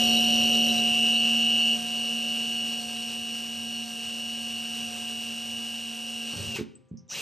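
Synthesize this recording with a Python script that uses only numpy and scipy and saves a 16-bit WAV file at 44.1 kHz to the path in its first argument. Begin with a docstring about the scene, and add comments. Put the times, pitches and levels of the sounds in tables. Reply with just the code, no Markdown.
"""A whining cordless drill bores into a fibreglass shower wall, then breaks through and is braked to a stop.
A hand bumps the panel, the trigger starts the drill again, and a fan-like hum stays in the room.
Gears and shaft are sines locked to the turning planet carrier; motor hiss, rasp and rumble are shaped noise.
Knocks ring the panel's modes, ticks are short puffs of noise, and the hard-walled stall adds a tail."""
import sys
import numpy as np
from scipy import signal
from scipy.fft import rfft, irfft
from scipy.io import wavfile
from scipy.ndimage import uniform_filter1d

SR = 44100
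rng = np.random.default_rng(int(sys.argv[2]) if len(sys.argv) > 2 else 0)


def unload_wav(signal):
    """Save mono or channel-first audio to the path in sys.argv[1] as 16-bit WAV at rate SR, clipped to [-1, 1]."""
    wavfile.write(
        sys.argv[1],
        SR,
        np.round(np.clip(np.atleast_2d(signal).T, -1, 1) * 32767).astype(np.int16),
    )


N = 317961

MESH_ORDER = 55   # teeth met in one turn of the planet carrier
# ringing modes of the wall panel: pitch_hz, relative level_db, t60_s (time to fade by 60 dB)
PANEL_MODES = [(94.8, -2, 0.31), (126.8, -13.5, 0.74), (172.6, -1.5, 0.2), (227.2, 0.5, 0.17),
               (274, -2, 0.081), (357.6, -5, 0.072), (405.7, -1.5, 0.12)]


def from_db(db):
    """Gain of a level in dB."""
    return 10 ** (np.asarray(db) / 20)


def rms_one(x):
    """Scaled to rms 1."""
    return x / np.sqrt(np.mean(x ** 2) + 1e-20)


def in_time(rows):
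    """Each column of a table as a curve over all samples; the first column is the time."""
    s, *columns = np.transpose(rows)
    return [np.interp(np.arange(N) / SR, s, c) for c in columns]


def over_hz(rows):
    """Each column of a table on the bins of the spectrum, straight on a log axis."""
    hz, *columns = np.transpose(rows)
    bins_hz = np.arange(N // 2 + 1) * SR / N
    return [np.interp(np.log(bins_hz + 1), np.log(hz), c) for c in columns]


def coloured(spectrum):
    """Noise with the shape of the given spectrum, rms 1."""
    white = rfft(rng.standard_normal(N))
    return rms_one(irfft(white * from_db(over_hz(spectrum)[0]), N))


def drift(rate_hz):
    """Slow random wandering, rms 1: smoothed noise drawn every 40 samples."""
    r = np.exp(-80 * np.pi * rate_hz / SR)
    draws = rng.standard_normal(N // 40 + 2002)
    slow = signal.lfilter([1], [1, -2 * r, r * r], draws)[2000:]
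    return np.interp(np.arange(N) / 40, np.arange(len(slow)), rms_one(slow))


def ring(x, hz, t60_s):
    """A mode as a two-pole resonance: a unit click sets a dying sine of height 1 ringing."""
    r = from_db(-60 / (t60_s * SR))
    w = 2 * np.pi * hz / SR
    return signal.lfilter([0, np.sin(w)], [1, -2 * r * np.cos(w), r * r], x + 1e-18)


def tones(turns, depth, orders, levels, waver_db, rate_hz, step, free=0):
    """Sines locked to the carrier, each wavering in level; those whole steps from the mesh beat with it."""
    out = np.zeros(N)
    for order, (shallow_db, deep_db) in zip(orders, levels):
        # a quarter cycle apart, side tones shake the pitch of the mesh instead of its level
        lead = 0 if (order - MESH_ORDER) % step == 0 else .25
        # and they come and go more freely
        freedom = 1 + 6 * lead
        swing_db = waver_db * freedom * drift(rate_hz * freedom)
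        # running free in the hole, the side tones fade by 10 dB
        thinning_db = (order != MESH_ORDER) * 10 * free ** (1 if lead else 6)
        gain = from_db(shallow_db + (deep_db - shallow_db) * depth + swing_db - thinning_db)
        start_turns = lead + .06 * rng.standard_normal()
        out += gain * np.sin(2 * np.pi * (order * turns + start_turns))
    return np.sqrt(2) * out


def drill():
    """One drill: tones and noises share the same turning carrier, level curves and motor speed."""
    # the tone pattern shifts as the bit sinks in: time_s, depth (0-1)
    depth_rows = [(0, 0), (.7, 0), (.95, .7), (1.7, .7), (2.8, 1)]
    depth = in_time(depth_rows)[0]
    free_s, free_ramp_s = 6.42, .1   # start of free running in the hole
    free = np.clip((np.arange(N) / SR - free_s) / free_ramp_s, 0, 1)

    mesh_hz, levels = controls()
    rumble_db, hiss_db = levels[4:]
    turns, sag_hz, slack = carrier_turning(mesh_hz)
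    tonal = gear_and_shaft_tones(turns, depth, free, sag_hz, slack, levels) + bit_squeal(hiss_db)
    noisy = motor_and_housing_noise(turns, depth, free, slack, levels) + panel_rumble(rumble_db)
    return tonal, noisy


def controls():
    """Mesh pitch and the level of each layer, from level curves, breakthrough, brake and new start."""
    # levels over time: time_s, whine_db (gear whine), body_db (rest of the drill)
    level_curves = [(0, 0, 2), (.68, 0, -1), (1.25, 1, -5), (1.73, -0.5, -7), (1.8, -7.5, -8),
                    (2.4, -6.5, -9.5), (2.75, -9.5, -10), (3.4, -13, -12.5), (4.3, -12.5, -13.5),
                    (4.85, -12, -10.5), (5.87, -14, -15), (6.2, -12.5, -13.5), (6.5, -9, -11)]
    # level law of mesh, shaft hum, second gear stage, mesh overtones, panel rumble and motor hiss:
    # start_db, share of whine_db, share of body_db, breakthrough_db, power of speed,
    # braking_db, free_running_db, run_up_torque_db
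    layers = [(-25, 1, 0.0063, -6, 2.8, 1.5, -41, 24), (-33.5, 0.36, 0.38, -11, 4.5, -4.5, -58, 8),
              (-33, 0.054, 1.217, -11, 2.1, -11, -58, -2), (-40.5, 0.15, 0.66, 0, 1.46, -10, -48.5, 28.5),
              (-43.5, 0.06, 0.97, 10.5, 4.2, 14, -47.5, 19.5), (-42, 0.046, 0.44, 1.5, 1.67, 6.5, -40, 2)]
    # pitch of the tooth mesh before brake and run-up scale it: time_s, mesh_hz
    full_speed = [(0, 2887), (.7, 2889), (1.3, 2897), (2.75, 2902), (4.3, 2901), (4.8, 2895), (5.5, 2899),
                  (6.2, 2900), (6.39, 2874), (6.45, 2885), (6.505, 2880), (6.525, 2795)]
    breakthrough_s, breakthrough_width_s = 6.405, 0.066
    brake_s, brake_fall_s, brake_bite_s = 6.54, 0.071, 0.017
    restart_s, run_up_s = 7.085, .065

    t = np.arange(N) / SR
    braked_s, again = np.maximum(t - brake_s, 0), t > restart_s
    slowing = np.exp(-(braked_s / brake_fall_s) ** 2)
    speed = np.where(again, np.tanh((t - restart_s) / run_up_s), slowing)
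    speed = np.maximum(speed, 1e-4)
    whine_db, body_db = in_time(level_curves)
    through = np.exp(-((t - breakthrough_s) / breakthrough_width_s) ** 2)
    bite = np.minimum(braked_s / brake_bite_s, 1)
    torque = 1 - speed ** 2

    levels = []
    for start_db, whine, body, through_db, power, braking_db, free_db, torque_db in layers:
        first_run_db = start_db + whine * whine_db + body * body_db + through_db * through + braking_db * bite
        restarted_db = free_db + torque_db * torque
        levels.append(power * 20 * np.log10(speed) + np.where(again, restarted_db, first_run_db))
    return in_time(full_speed)[0] * speed, levels


def carrier_turning(mesh_hz):
    """Turns of the planet carrier, added up from its speed, with the sag and slack that disturb it."""
    # about once a second the speed sags at once and climbs back: time_s, sag_hz (of the mesh)
    sags = [(.72, 24), (1.76, 25), (2.8, 28), (3.84, 26), (4.88, 24), (5.91, 20)]
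    recovery_s = .24
    t = np.arange(N) / SR
    sag_hz = sum(hz * (t > s) * np.exp(-np.abs(t - s) / recovery_s) for s, hz in sags)
    sag_hz = uniform_filter1d(sag_hz, size=900)   # soften the onsets
    # away from full speed the gears run slack and the pitch shakes
    slack = np.clip(3 * (1 - mesh_hz / 2860), 0, 1)
    shaken_hz = (mesh_hz - sag_hz) * (1 + .14 * slack * drift(250.0))
    return np.cumsum(shaken_hz) / SR / MESH_ORDER, sag_hz, slack


def gear_and_shaft_tones(turns, depth, free, sag_hz, slack, levels):
    """Meshing teeth and the turning shaft sound at fixed multiples (orders) of the carrier's turning rate."""
    # each order list: multiples of the carrier's turning rate
    # each level list, one row per order: shallow_db, deep_db (under the layer)
    mesh_orders, mesh_tone_db = [46.25, 47.625, 49, 50, 50.625, 51, 52, 53, 53.625, 54, 55, 56, 56.375, 57,
                                 58, 58.375, 59.375, 61.25], [(-34, -30), (-34, -30), (-23, -25), (-25, -24),
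                                                      (-18, -26), (-22, -14), (-7, -5.5), (-11, -17),
                                                      (-30, -22), (-17, -28), (0, 0), (-16, -19),
                                                      (-24, -16), (-16, -14), (-8, -14), (-23, -27),
                                                      (-18, -38), (-24, -24)]
    overtone_orders, overtone_tone_db = [104, 106, 106.375, 107, 108, 109, 110, 111, 112], [(-30, -11), (-10.5, -6), (-11.5, -19.5),
                                                                  (-3.5, -18), (-1, -13), (-11, -5.5),
                                                                  (-7.5, -8.5), (-8, -15), (-12, -13)]
    high_orders, high_tone_db = [30.625, 158, 159, 161, 213, 219], [(-15.5, -12), (-11, -6.5), (-7, -5.5), (-12, -6.5),
                                                      (-11, -10), (-5, -13.5)]
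    low_orders, low_tone_db = [4.375, 1.85, 8.75, 9.74, 10.36, 11.15], [(4, 0.5), (-31.5, -22), (-21.5, -21.5), (-19, -23.5),
                                                   (-18, -24), (-14, -24.5)]
    # narrow resonances that lift an overtone passing through: pitch_hz, width_hz
    casing = [(5590, 22), (5700, 60), (5808, 34)]
    stage_two_order = 13.79
    mesh_db, shaft_db, stage_db, overtone_db, _, hiss_db = levels

    gears = tones(turns, depth, mesh_orders, mesh_tone_db, waver_db=.8, rate_hz=4.0, step=3, free=free)
    overtones = tones(turns, depth, overtone_orders, overtone_tone_db, waver_db=1.6, rate_hz=7.0, step=1)
    lifted = sum(signal.lfilter(*signal.iirpeak(hz, hz / width_hz, SR), overtones) for hz, width_hz in casing)
    overtones = (1 - 0.59 * depth) * overtones + depth * lifted
    high = tones(turns, depth, high_orders, high_tone_db, waver_db=.6, rate_hz=8.0, step=3)
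    # the first low tone is steadier than the rest
    shaft = tones(turns, depth, low_orders[:1], low_tone_db[:1], waver_db=.35, rate_hz=3.0, step=3)
    shaft += tones(turns, depth, low_orders[1:], low_tone_db[1:], waver_db=1.2, rate_hz=1.5, step=3)
    stage = np.sqrt(2) * np.sin(2 * np.pi * stage_two_order * turns)

    # a sag unloads the first stage for a moment and loads the second; slack gears lose their fine tones
    unloading_db = 3.5e-4 * sag_hz ** 3
    out = from_db(mesh_db - unloading_db - 11.4 * slack) * gears
    out += from_db(overtone_db + 0.041 * sag_hz - 20 * slack) * overtones
    out += from_db(hiss_db - 40 * slack - 6 * free) * high
    out += from_db(shaft_db - 0.047 * sag_hz) * shaft
    out += from_db(stage_db - 5.5 + 0.18 * sag_hz) * stage
    return out


def motor_and_housing_noise(turns, depth, free, slack, levels):
    """Motor hiss pulsed by the planets, gear rasp, and housing chatter with short bursts."""
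    # shape of the motor hiss: pitch_hz, relative level_db (per Hz)
    hiss_shape = [(400, -46.5), (700, -15.5), (2100, -19), (2800, -1.5), (3500, -12.5), (5800, -13),
                  (8000, -18), (9000, -13), (10000, -31.5), (11300, -22), (14000, -28.5), (15600, -35)]
    # the housing chatters in short bursts, while boring and once in the run-up:
    # time_s, level_db (over the hiss control level)
    burst_rows = [(.12, 1.5), (.175, 3.5), (.25, -2), (.33, -1), (0.546, 2), (.702, 6), (.783, 2),
                  (1.16, 2.5), (7.158, -4)]
    burst_width_s = .016
    mesh_db, _, _, overtone_db, _, hiss_db = levels
    low_rasp, chatter, high_rasp = housing()

    # three planets pass a point each turn and pulse the noise
    planets = 1 + 0.062 * np.sin(2 * np.pi * 3 * turns)
    out = from_db(hiss_db + 6.0 + 0.84 * drift(15.0)) * coloured(hiss_shape) * planets
    # slack gears rasp more
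    out += from_db(mesh_db - 15 + 5 * slack - 3 * free) * low_rasp
    out += from_db(overtone_db - 8 + 7 * slack) * high_rasp
    t = np.arange(N) / SR
    bursts = sum(from_db(db) * np.exp(-((t - s) / burst_width_s) ** 2) for s, db in burst_rows)
    steady_chatter = from_db(-5 - 5.1 * depth + 2.8 * slack + 3.0 * drift(36.0))
    return out + from_db(hiss_db) * (bursts + steady_chatter) * chatter


def housing():
    """Noise in each resonance of the gear housing, rms 1."""
    # resonances from low to high: pitch_hz, width_hz (of one of the two filter passes)
    resonances = [(2870, 320), (3940, 300), (5850, 800)]
    out = []
    for hz, width_hz in resonances:
        band = signal.butter(1, [hz - width_hz / 2, hz + width_hz / 2], "band", fs=SR, output="sos")
        once = signal.sosfilt(band, rng.standard_normal(N))
        out.append(rms_one(signal.sosfilt(band, once)))
    return out


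def bit_squeal(hiss_db):
    """The bit squeals in spells: a sine of slightly unsteady pitch, following the hiss level."""
    # spells: start_s, end_s, level_db (over the hiss control level)
    squeals = [(0.048, 0.19, 5.5), (0.232, 0.51, 1), (.53, 0.66, -2.5), (1.13, 1.28, -4.5),
               (1.32, 4.7, -5.5), (6.32, 6.42, -2)]
    squeal_hz = 4373
    t = np.arange(N) / SR
    spells = sum(from_db(db) * ((t > start_s) & (t < end_s)) for start_s, end_s, db in squeals)
    spells = uniform_filter1d(spells, size=900)   # soften the edges
    squeal = np.sin(2 * np.pi * squeal_hz * np.cumsum(1 + 6e-4 * drift(20.0)) / SR)
    return from_db(hiss_db + 3.2 * drift(15.0)) * spells * squeal


def panel_rumble(rumble_db):
    """The bit scrapes as low noise, which also sets the panel's modes ringing."""
    # shape of the scrape: pitch_hz, relative level_db (per Hz)
    rumble_shape = [(25, -24), (75, -9.5), (170, -3), (300, -4), (420, 2.5), (590, 0.5), (650, -22.5),
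                    (900, -28), (1500, -76.5)]
    scrape = coloured(rumble_shape)
    ringing = rms_one(sum(from_db(db) * ring(scrape, hz, t60_s) for hz, db, t60_s in PANEL_MODES))
    return from_db(rumble_db) * (scrape + from_db(-4.0) * ringing)


def knocks():
    """Soft blows ring the panel's modes, most those near the pitch that the contact favours."""
    # blows on the panel: time_s, strength_db (before mode levels and filter), favoured_hz
    blows = [(6.335, -36, 253), (6.36, -26, 122.3), (6.378, -27.5, 113), (6.388, -31, 115),
             (6.46, -27, 117.6), (6.498, -39, 127.6), (6.586, -26.5, 370), (6.595, -27, 392),
             (6.609, -22, 321), (6.912, -28.5, 155.7), (6.939, -35.5, 191), (7.03, -52, 198)]
    out = np.zeros(N)
    for hz, level_db, t60_s in PANEL_MODES:
        clicks = np.zeros(N)
        for s, db, favoured_hz in blows:
            mismatch = hz / favoured_hz - favoured_hz / hz
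            clicks[round(s * SR)] = from_db(db + level_db) / (1 + 5.7 * mismatch ** 2)
        out += ring(clicks, hz, t60_s)
    return signal.sosfilt(signal.butter(4, [70, 480], "band", fs=SR, output="sos"), out)


def ticks():
    """Ticks, scuffs and clatter of bit, brake, hand and trigger: short dying puffs of noise in a band."""
    # puffs: start_s, level_db (rms before fading), pitch_hz, width_hz, t60_s (time to fade by 60 dB)
    puffs = [(6.33, -47, 750, 700, .25), (6.558, -40, 2700, 300, .06), (6.572, -35, 2350, 350, .09),
             (6.562, -41, 1400, 1600, .22), (6.59, -47, 3200, 3600, .2), (6.753, -46, 7950, 400, .055),
             (6.885, -72, 7000, 2000, .1), (6.972, -54, 5700, 1100, .15), (7.079, -64, 3700, 400, .025),
             (7.079, -65, 5700, 400, .025), (7.079, -62, 7100, 700, .025)]
    out = np.zeros(N)
    t = np.arange(SR // 8) / SR
    for s, db, hz, width_hz, t60_s in puffs:
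        band = signal.butter(3, [hz - width_hz / 2, hz + width_hz / 2], "band", fs=SR, output="sos")
        noise = rms_one(signal.sosfilt(band, rng.standard_normal(len(t))))
        out[round(s * SR):][:len(t)] += noise * from_db(db - 60 * t / t60_s)
    return out


def stall(tonal, noisy):
    """The hard-walled stall: a soft-topped tail common to both ports, and a duller noise tail that differs."""
    t60_s, common_db, dull_cut_hz, soft_cut_hz = 0.52, -12, 1300, 3500
    t = np.arange(SR // 2) / SR
    # a tail is fading noise that starts 4 ms after the direct sound
    tails = rng.standard_normal((2, len(t))) * from_db(-60 * t / t60_s) * (t > .004)
    tails /= np.sqrt(np.sum(tails[0] ** 2))
    tails[1] = signal.sosfilt(signal.butter(4, dull_cut_hz, fs=SR, output="sos"), tails[1])
    tails[0] = signal.sosfilt(signal.butter(1, soft_cut_hz, fs=SR, output="sos"), tails[0])
    sent = np.array([.5 * tonal + noisy, noisy])
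    common, apart = signal.fftconvolve(sent, tails, axes=1)[:, :N]
    return tonal + noisy + from_db(common_db) * common, apart


def background():
    """A steady hum of sines over dull room noise, part of it opposite in the two channels."""
    # hum tones: pitch_hz, level_db (rms)
    hum_tones = [(131, -69), (393, -77), (523, -71), (785, -84), (982, -85), (1179, -82)]
    # shape of the room noise: pitch_hz, relative level_db (per Hz)
    floor_shape = [(30, -26), (120, 0), (300, -8), (700, -24), (3000, -28), (8000, -48), (15000, -65)]
    floor_db = -68   # of the part common to both channels
    t = np.arange(N) / SR
    hum = sum(from_db(db) * np.sqrt(2) * np.sin(2 * np.pi * (hz * t + rng.random())) for hz, db in hum_tones)
    opposite = .4 * coloured(floor_shape) * np.array([[1], [-1]])
    return hum + from_db(floor_db) * (coloured(floor_shape) + opposite)


def scene():
    """All sources in the stall, heard at two microphone ports that differ in phase and level by pitch."""
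    # the ports, opposite in phase around 10 kHz:
    # pitch_hz, left_lead (half turns), left_minus_right_db
    port_rows = [(30, 0, 0), (100, 0, 2.5), (230, .05, -3.7), (400, 0, .5), (730, .22, -.5), (1120, -.2, 0),
                 (1800, .15, .5), (3000, .17, -.2), (3500, .04, 0), (8200, 0, 0), (8400, -.45, 0),
                 (8950, -.55, 0), (9150, -1, 0), (10600, -1, 0), (10850, -1.4, 0), (11900, -1.55, 0),
                 (12400, -2, 0)]
    tonal, noisy = drill()
    near, apart = stall(tonal, noisy + knocks() + ticks())
    half_turns, balance_db = over_hz(port_rows)
    # each port takes half of the difference
    lead = np.exp(.5j * np.pi * half_turns) * from_db(balance_db / 2)
    ports = irfft(rfft(near) * np.array([lead, 1 / lead]), N)
    return ports + from_db(-8.0) * apart * [[1], [-1]] + background()


def record(dry):
    """A steep low-pass filter cuts the top above 15650 Hz."""
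    return signal.sosfilt(signal.ellip(10, .5, 70, 15650, fs=SR, output="sos"), dry)


dry = scene()
out = record(dry)
unload_wav(out)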